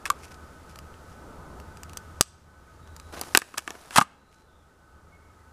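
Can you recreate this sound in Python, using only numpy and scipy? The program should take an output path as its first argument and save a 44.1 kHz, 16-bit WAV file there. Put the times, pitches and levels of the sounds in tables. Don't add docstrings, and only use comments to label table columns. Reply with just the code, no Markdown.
import sys
import numpy as np
from scipy import signal
from scipy.fft import rfft, irfft
from scipy.io import wavfile

SR = 44100
rng = np.random.default_rng(int(sys.argv[2]) if len(sys.argv) > 2 else 0)


def transcribe(signal):
    frames = np.atleast_2d(signal).T
    limited = np.clip(frames, -1, 1)
    pcm = np.round(limited * 32767).astype(np.int16)
    wavfile.write(sys.argv[1], SR, pcm)


N = 243828
TIME = np.arange(N) / SR
RING_TIME = np.arange(4096) / SR
CATCH_S, SHUT_S = 3.114, 3.98

# frequency_hz, level_db
CONTACT_SPECTRUM = [(1500, -10.5), (3300, -8), (4100, -5), (5000, -1.5), (6300, -2), (8200, -1),
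                    (9700, -7.5), (11500, -9), (13500, -11.5), (15000, -16), (16000, -23)]


def amp(db):
    return 10 ** (np.asarray(db) / 20)


def unit_rms(x):
    return x / np.sqrt(np.mean(x ** 2) + 1e-20)


def burst(x):
    return x * np.sqrt(.005 * SR / (np.sum(x ** 2) + 1e-20))


def value_at(points, hz):
    f, value = np.transpose(points)
    return np.interp(np.log(hz + 1), np.log(f + 1), value)


def add(mix, start_s, sound):
    part = mix[max(round(start_s * SR), 0):][:len(sound)]
    part += sound[:len(part)]


def colour(x, spectrum):
    log_gain = np.log(amp(value_at(spectrum, abs(np.fft.fftfreq(4096, 1 / SR)))))
    taps = np.fft.ifft(np.exp(np.conj(signal.hilbert(log_gain)))).real
    return signal.oaconvolve(x, taps)[:len(x)]


def narrowband(hz, half_width_hz):
    f = np.fft.rfftfreq(N, 1 / SR)
    return unit_rms(irfft(rfft(rng.standard_normal(N)) / (1 + ((f - hz) / half_width_hz) ** 2), N))


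def waver(per_s, depth_db):
    return amp(depth_db * np.interp(TIME * per_s, np.arange(4096), rng.standard_normal(4096)))


def grains(spread_db):
    size_db = spread_db * np.minimum(rng.exponential(1, N // 16 + 1), 5)
    return rng.standard_normal(N) * amp(np.repeat(size_db, 16)[:N])


def ring(modes, detune, rise_s):
    hz, db, t60 = np.transpose(modes)[:, :, None]
    weight_db, shift, phase = rng.standard_normal((3, len(modes), 1))
    decay = amp(db + weight_db - 60 * RING_TIME / t60)
    waves = decay * np.sin(2 * np.pi * (hz * (1 + detune * shift) * RING_TIME + phase))
    skirt = signal.butter(2, .75 * hz.min(), "highpass", fs=SR, output="sos")
    return burst(signal.sosfilt(skirt, waves.sum(0) * (1 - np.exp(-RING_TIME / rise_s))))


def crack(spectrum, t60_s, spike_s=.0006):
    decay = amp(-60 * RING_TIME / t60_s) + 1.2 * np.exp(-RING_TIME / spike_s)
    return burst(colour(rng.standard_normal(len(RING_TIME)) * decay, spectrum))


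def traffic(level_db=-50.5, pass_s=1.43, pass_width_s=.21, pass_db=5):
    # frequency_hz, level_db
    spectrum = [(20, 2.5), (45, -1), (70, 10), (120, -1), (220, -0.5), (450, -2), (750, -6), (900, -6),
                (1080, -8), (1400, -8.5), (1800, -45.5), (3000, -39), (8000, -44.5)]
    level = amp(level_db + pass_db * np.exp(-((TIME - pass_s) / pass_width_s) ** 2))
    roar = unit_rms(colour(rng.standard_normal(N), spectrum))
    return roar * level * waver(per_s=6.3, depth_db=-1.9)


def engine(pitch_hz=78, overtone_db=-9):
    # time_s, level_db
    levels = [(0, -72), (.17, -55.5), (.9, -51), (2.0, -49.5), (3.1, -49.5), (3.65, -57), (5.1, -50.5),
              (5.53, -52.5)]
    wavering_hz = pitch_hz * waver(per_s=6.2, depth_db=.33)
    tone = np.sin(2 * np.pi * np.cumsum(wavering_hz) / SR)
    fundamental = .83 * tone + .77 * narrowband(pitch_hz, half_width_hz=22)
    overtone = amp(overtone_db) * narrowband(2 * pitch_hz, half_width_hz=27)
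    return (fundamental + overtone) * amp(np.interp(TIME, *np.transpose(levels)))


def camera_noise(hiss_db=-58):
    # pitch_hz, width_hz, level_db
    bands = [(885, 55, -64), (1269, 87, -58), (1503.5, 28, -60)]
    # frequency_hz, level_db
    hiss_spectrum = [(100, -7.5), (1500, 13.5), (2500, 3), (4000, 1), (7500, 0), (10500, -4.5),
                     (12000, -7.5), (15000, -9.5), (16000, -28.5)]
    whirr = sum(amp(db) * narrowband(hz, width / 2) for hz, width, db in bands)
    return whirr + amp(hiss_db) * unit_rms(colour(rng.standard_normal(N), hiss_spectrum))


def blow(strength_db, thud_db, clank_db, tick_db, stock_below_hz=1000, steel_from_hz=1450):
    # pitch_hz, level_db, t60_s
    modes = [(705, -3, 0.021), (809.3, 3, 0.014), (928.5, -3.5, 0.02), (1058, -8.5, 0.029), (1203, 1, .023),
             (1413, -7, .014), (1630, 4, .018), (1830, -0.5, 0.012), (2230, -2, 0.018), (2670, 0.5, .018),
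             (3030, -7, .018), (3450, -2.5, 0.008)]
    # strength_db, pitch_hz
    thud_pitches = [(-15, 350), (-4.5, 200)]
    stock_modes = [m for m in modes if m[0] < stock_below_hz]
    middle_modes = [m for m in modes if stock_below_hz <= m[0] < steel_from_hz]
    steel_modes = [m for m in modes if m[0] >= steel_from_hz]
    thud_hz = np.interp(strength_db, *np.transpose(thud_pitches))
    cycles = thud_hz * RING_TIME
    thud = burst(np.sin(2 * np.pi * cycles) * cycles * np.exp(-cycles / .43))
    wood = (300 / thud_hz) ** 1.5 * ring(stock_modes, detune=.02, rise_s=.0005)
    middle = ring(middle_modes, detune=.01, rise_s=.00073)
    clank = amp(clank_db) * ring(steel_modes, detune=.044, rise_s=.00011)
    tick = amp(tick_db) * crack(CONTACT_SPECTRUM, t60_s=.012)
    return amp(strength_db) * (middle + amp(thud_db) * (thud + wood) + clank + tick)


def gun_knocks(rebound_db=-9, dull_db=-3.5, lowest_hz=62):
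    # start_s, strength_db, thud_db, clank_db, tick_db, rebound_delay_s
    knocks = [(0.0553, -39.5, -25, 10.5, 5, .0025), (0.061, -32, -17, -1, -4.5, .002),
              (0.1016, -14.5, -34.5, -11.5, -9.5, 0.003615), (3.3498, -14.5, 0, 11, 0.5, .0028),
              (3.3573, -20.5, -11, -3, -1, 0.0042), (3.3737, -13.5, 0, 4.5, 13, 0.0012),
              (3.418, -28, -6, 5, -3.5, 0.004), (3.541, -28, -8.5, -4.5, -15, .004),
              (3.5816, -24, -11.5, 4, 6, .0085), (3.6769, -25.5, -7, 3, -7, .0035),
              (3.7055, -40.5, 9.5, 11, 10.5, 0.0018), (3.7522, -45, 5, 5, -4, 0.0022),
              (3.9078, -42.5, -2, 10, 3, .003), (3.9615, -18.5, -8, 1, -3, .0125),
              (3.9832, 2, -8.5, -7.5, -13.5, 0.0078), (4.004, -35.5, -2.5, 7.5, 14, .002),
              (4.0124, -3.5, -13, -11, -19, 0.0065)]
    out = np.zeros(N)
    for start_s, strength_db, thud_db, clank_db, tick_db, delay_s in knocks:
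        add(out, start_s, blow(strength_db, thud_db, clank_db, tick_db))
        rebound = blow(strength_db + rebound_db, thud_db, clank_db + dull_db, tick_db + dull_db)
        add(out, start_s + delay_s, rebound)
    return signal.sosfilt(signal.butter(2, lowest_hz, "highpass", fs=SR, output="sos"), out)


def steel_scrapes(steel_db=-5, attack_s=.001, release_s=.0051):
    # start_s, length_s, final_level_db, swell_db
    scrapes = [(0.061, 0.017, -43.5, 0), (3.35, 0.021, -32.5, -10), (3.573, 0.0064, -16.5, 16),
               (3.911, 0.043, -29, 17.5), (3.959, 0.007, -12.5, -3.5), (3.972, 0.014, -9, 1.5),
               (4.01, .013, -23, -1)]
    # frequency_hz, level_db
    grit_spectrum = [(30, -36.5), (130, -16), (500, -22.5), (750, -2), (1300, 3.5), (2300, -6), (3400, -4),
                     (4500, -15), (8000, -12.5), (10500, -9.5), (11800, -33), (15000, -29), (16000, -41.5)]
    pressure = np.zeros(N)
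    for start_s, length_s, db, swell_db in scrapes:
        attack = np.minimum(RING_TIME / attack_s, 1)
        swell = amp(db - swell_db * np.maximum(1 - RING_TIME / length_s, 0))
        release = np.exp(-np.maximum(RING_TIME - length_s, 0) / release_s)
        add(pressure, start_s, attack * swell * release)
    grit = unit_rms(colour(grains(spread_db=1.8), grit_spectrum))
    slips = unit_rms(colour(grains(spread_db=3.5), CONTACT_SPECTRUM))
    return pressure * (grit + amp(steel_db) * slips)


def fingers():
    # start_s, length_s, level_db
    rubs = [(0.124, 0.21, -58.5), (0.221, 0.047, -51.5), (0.302, 0.031, -51), (0.337, 0.018, -55),
            (0.68, 0.058, -56.5), (1.058, 0.11, -63), (4.238, 0.23, -57.5)]
    # frequency_hz, level_db
    spectrum = [(200, -17), (1500, 1), (2500, 7), (3700, -2), (5300, 3.5), (8000, -1.5), (11500, -7),
                (14000, -13), (16000, -30)]
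    catching = waver(per_s=150, depth_db=2.5)
    friction = unit_rms(colour(grains(spread_db=4), spectrum) * catching)
    pressure = np.zeros(N)
    for start_s, length_s, db in rubs:
        add(pressure, start_s, amp(db) * signal.windows.tukey(int(length_s * SR) + 2, .8))
    return pressure * friction


def click(clack_db, snap_db, ring_db=-3, spring_from_hz=4000):
    # pitch_hz, level_db, t60_s
    modes = [(1200, 3.5, 0.024), (1770, -1.5, 0.015), (2930, -9.5, 0.031), (4700, -1, 0.024),
             (6030, 5.5, .009), (6500, -7.5, 0.022), (7750, -3, 0.014), (7350, -5.5, 0.007),
             (8764, -7.5, 0.011), (10270, -7, .009), (13200, -5, .006)]
    # frequency_hz, level_db
    case_spectrum = [(200, -22), (700, -6), (1200, -0.5), (1900, -5), (2800, -0.5), (3700, -12),
                     (6000, -15), (15000, -33)]
    low_modes = [m for m in modes if m[0] < spring_from_hz]
    spring_modes = [m for m in modes if m[0] >= spring_from_hz]
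    clack = crack(case_spectrum, t60_s=.012)
    clack += amp(ring_db) * ring(low_modes, detune=.015, rise_s=.0001)
    snap = crack(CONTACT_SPECTRUM, t60_s=.018)
    snap += amp(ring_db) * ring(spring_modes, detune=.036, rise_s=.0001)
    return amp(clack_db) * burst(clack) + amp(snap_db) * burst(snap)


def lighter(fire_s=2.2103, push_db=-5, push_s=.00059, zing_db=-39, zing_t60_s=.25):
    # start_s, level_db
    creaks = [(0.7581, -50), (0.7885, -45), (0.941, -73), (1.6, -52.5), (1.7713, -49.5), (1.8332, -41),
              (1.8955, -52.5), (1.9331, -47.5), (1.9717, -32), (2.8746, -58), (2.9645, -42.5),
              (2.999, -43.5)]
    even_db, follow = -46, .27
    out = np.zeros(N)
    for start_s, db in creaks:
        add(out, start_s, click(clack_db=even_db + follow * (db - even_db), snap_db=db))
    add(out, fire_s, click(clack_db=-12.5, snap_db=-1.5))
    push = -amp(push_db) * np.sin(np.pi * np.minimum(RING_TIME / push_s, 1))
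    add(out, fire_s - push_s, push)
    zing = amp(zing_db - 60 * TIME / zing_t60_s) * narrowband(hz=8000, half_width_hz=600)
    add(out, fire_s, zing)
    return out


def birds():
    # start_s, length_s, start_hz, end_hz, blur_width_hz, level_db
    calls = [(2.7, 0.64, 3790, 4020, 219, -69), (4.096, 0.47, 4000, 3980, 240, -68),
             (4.43, 0.25, 3716, 3490, 399, -68), (5.11, 0.079, 2187, 2177, 24.7, -56),
             (5.161, 0.2, 2185, 2210, 70, -66.5), (5.38, .06, 2020, 1980, 39.8, -66)]
    out = np.zeros(N)
    for start_s, length_s, start_hz, end_hz, width_hz, db in calls:
        size = int(length_s * SR) + 2
        phase = 2 * np.pi * np.cumsum(np.linspace(start_hz, end_hz, size)) / SR
        lowpass = signal.butter(2, width_hz / 2, fs=SR, output="sos")
        blur = signal.sosfilt(lowpass, rng.standard_normal((2, size)))
        call = blur[0] * np.cos(phase) + blur[1] * np.sin(phase)
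        add(out, start_s, amp(db) * unit_rms(call * signal.windows.tukey(size, .6)))
    return out


def fuse(burn_db=-50.5, fizz_db=-53.5, rise_s=.018, fade_s=.057, smoulder_db=-9, growth_db_per_s=55.5):
    # frequency_hz, level_db
    flare_spectrum = [(25, -35.5), (70, -23), (200, -4), (450, -1.5), (750, 0.5), (1200, -2), (2300, -10.5),
                      (3500, -13.5), (6000, -15.5), (15000, -29.5)]
    # frequency_hz, level_db
    fizz_spectrum = [(200, -33), (1000, -14), (3000, -4.5), (5000, 1.5), (8500, -2), (10800, 1.5),
                     (12000, -6), (14800, -6.5), (15600, -28)]
    # start_s, level_db
    flare_ups = [(3.12, -38), (3.68, -42.5)]
    # start_s, pop_db, crack_db
    spits = [(3.1945, -38.5, -43), (3.2132, -29, -26.5), (3.2355, -38, -64)]
    lit = np.clip((TIME - CATCH_S) / rise_s, 0, 1)
    smoulder = amp(smoulder_db + growth_db_per_s * np.minimum(TIME - CATCH_S, 0))
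    burn = np.maximum(lit, smoulder) * (TIME < SHUT_S)
    flame = amp(burn_db) * burn
    for start_s, db in flare_ups:
        add(flame, start_s, amp(db) * np.minimum(TIME / rise_s, 1) * np.exp(-TIME / fade_s))
    flare = unit_rms(colour(grains(spread_db=2.5), flare_spectrum)) * waver(per_s=110, depth_db=3.5)
    fizz = unit_rms(colour(grains(spread_db=2.7), fizz_spectrum)) * waver(per_s=39, depth_db=.5)
    out = flame * flare + amp(fizz_db) * burn * fizz
    for start_s, pop_db, crack_db in spits:
        pop = amp(pop_db) * crack(flare_spectrum, t60_s=.047)
        add(out, start_s, pop + amp(crack_db) * crack(fizz_spectrum, t60_s=.014))
    return out


def sparks(per_s=30, level_db=-52, spread_db=1):
    alight = (TIME > CATCH_S) & (TIME < SHUT_S)
    size = amp(level_db + spread_db * rng.standard_normal(N))
    pops = size * alight * (rng.random(N) < per_s / SR)
    return signal.oaconvolve(pops, crack(CONTACT_SPECTRUM, t60_s=.006))[:N]


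def yard(x, wet_db, tail_db=-29):
    # frequency_hz, level_db
    tail_spectrum = [(100, -4.5), (1000, -3.5), (2000, 3.5), (5000, -2), (8300, -2), (10000, -5.5),
                     (15000, -7.5)]
    # frequency_hz, t60_s
    decay_times = [(200, 1.17), (1200, 0.5), (4000, 0.57), (8000, 0.48), (15000, 0.4)]
    # delay_s, level_db
    echoes = [(0.0151, -21.5), (0.0223, -34.5), (0.024, -30), (.068, -46.5)]
    t = np.arange(SR // 2) / SR
    hz, frame_s, bands = signal.stft(rng.standard_normal(len(t)), SR, nperseg=256)
    decay_db = 60 * frame_s / value_at(decay_times, hz)[:, None]
    bands *= amp(value_at(tail_spectrum, hz)[:, None] - decay_db)
    tail = signal.istft(bands, SR, nperseg=256)[1][:len(t)] * (1 - np.exp(-t / .005))
    response = amp(tail_db) * tail / np.linalg.norm(tail)
    for delay_s, db in echoes:
        add(response, delay_s, amp([db]))
    return x + amp(wet_db) * signal.oaconvolve(x, response)[:N]


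def scene():
    gun = yard(gun_knocks() + steel_scrapes() + fingers(), wet_db=-3.5)
    fire = yard(lighter() + fuse() + sparks(), wet_db=-4)
    return (gun + fire + birds() + traffic() + engine() + camera_noise())[None]


def microphone_port(x, hz=10400, width_hz=700, lift=.26):
    return x + lift * signal.lfilter(*signal.iirpeak(hz, hz / width_hz, fs=SR), x)


def excess(x, window_s, limit_db, recover_db_per_s):
    pole = np.exp(-1 / (window_s * SR))
    power_db = 10 * np.log10(signal.lfilter([1 - pole], [1, -pole], x ** 2) + 1e-12)
    fall_db = TIME * recover_db_per_s
    held_db = np.maximum.accumulate(power_db + fall_db) - fall_db
    return np.maximum(held_db - limit_db, 0)


def record(dry, edge_hz=15150):
    x = microphone_port(dry[0])
    quick_db = excess(x, window_s=.0025, limit_db=-11, recover_db_per_s=14)
    slow_db = excess(x, window_s=.097, limit_db=-20, recover_db_per_s=4)
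    duck_db = np.maximum(np.minimum(quick_db, 11), slow_db)
    ducked = np.clip(x / amp(duck_db), -1, 1)
    lowpass = signal.firwin(255, edge_hz, window=("kaiser", 8), fs=SR)
    return signal.oaconvolve(ducked, lowpass, "same")[None]


dry = scene()
out = record(dry)
transcribe(out)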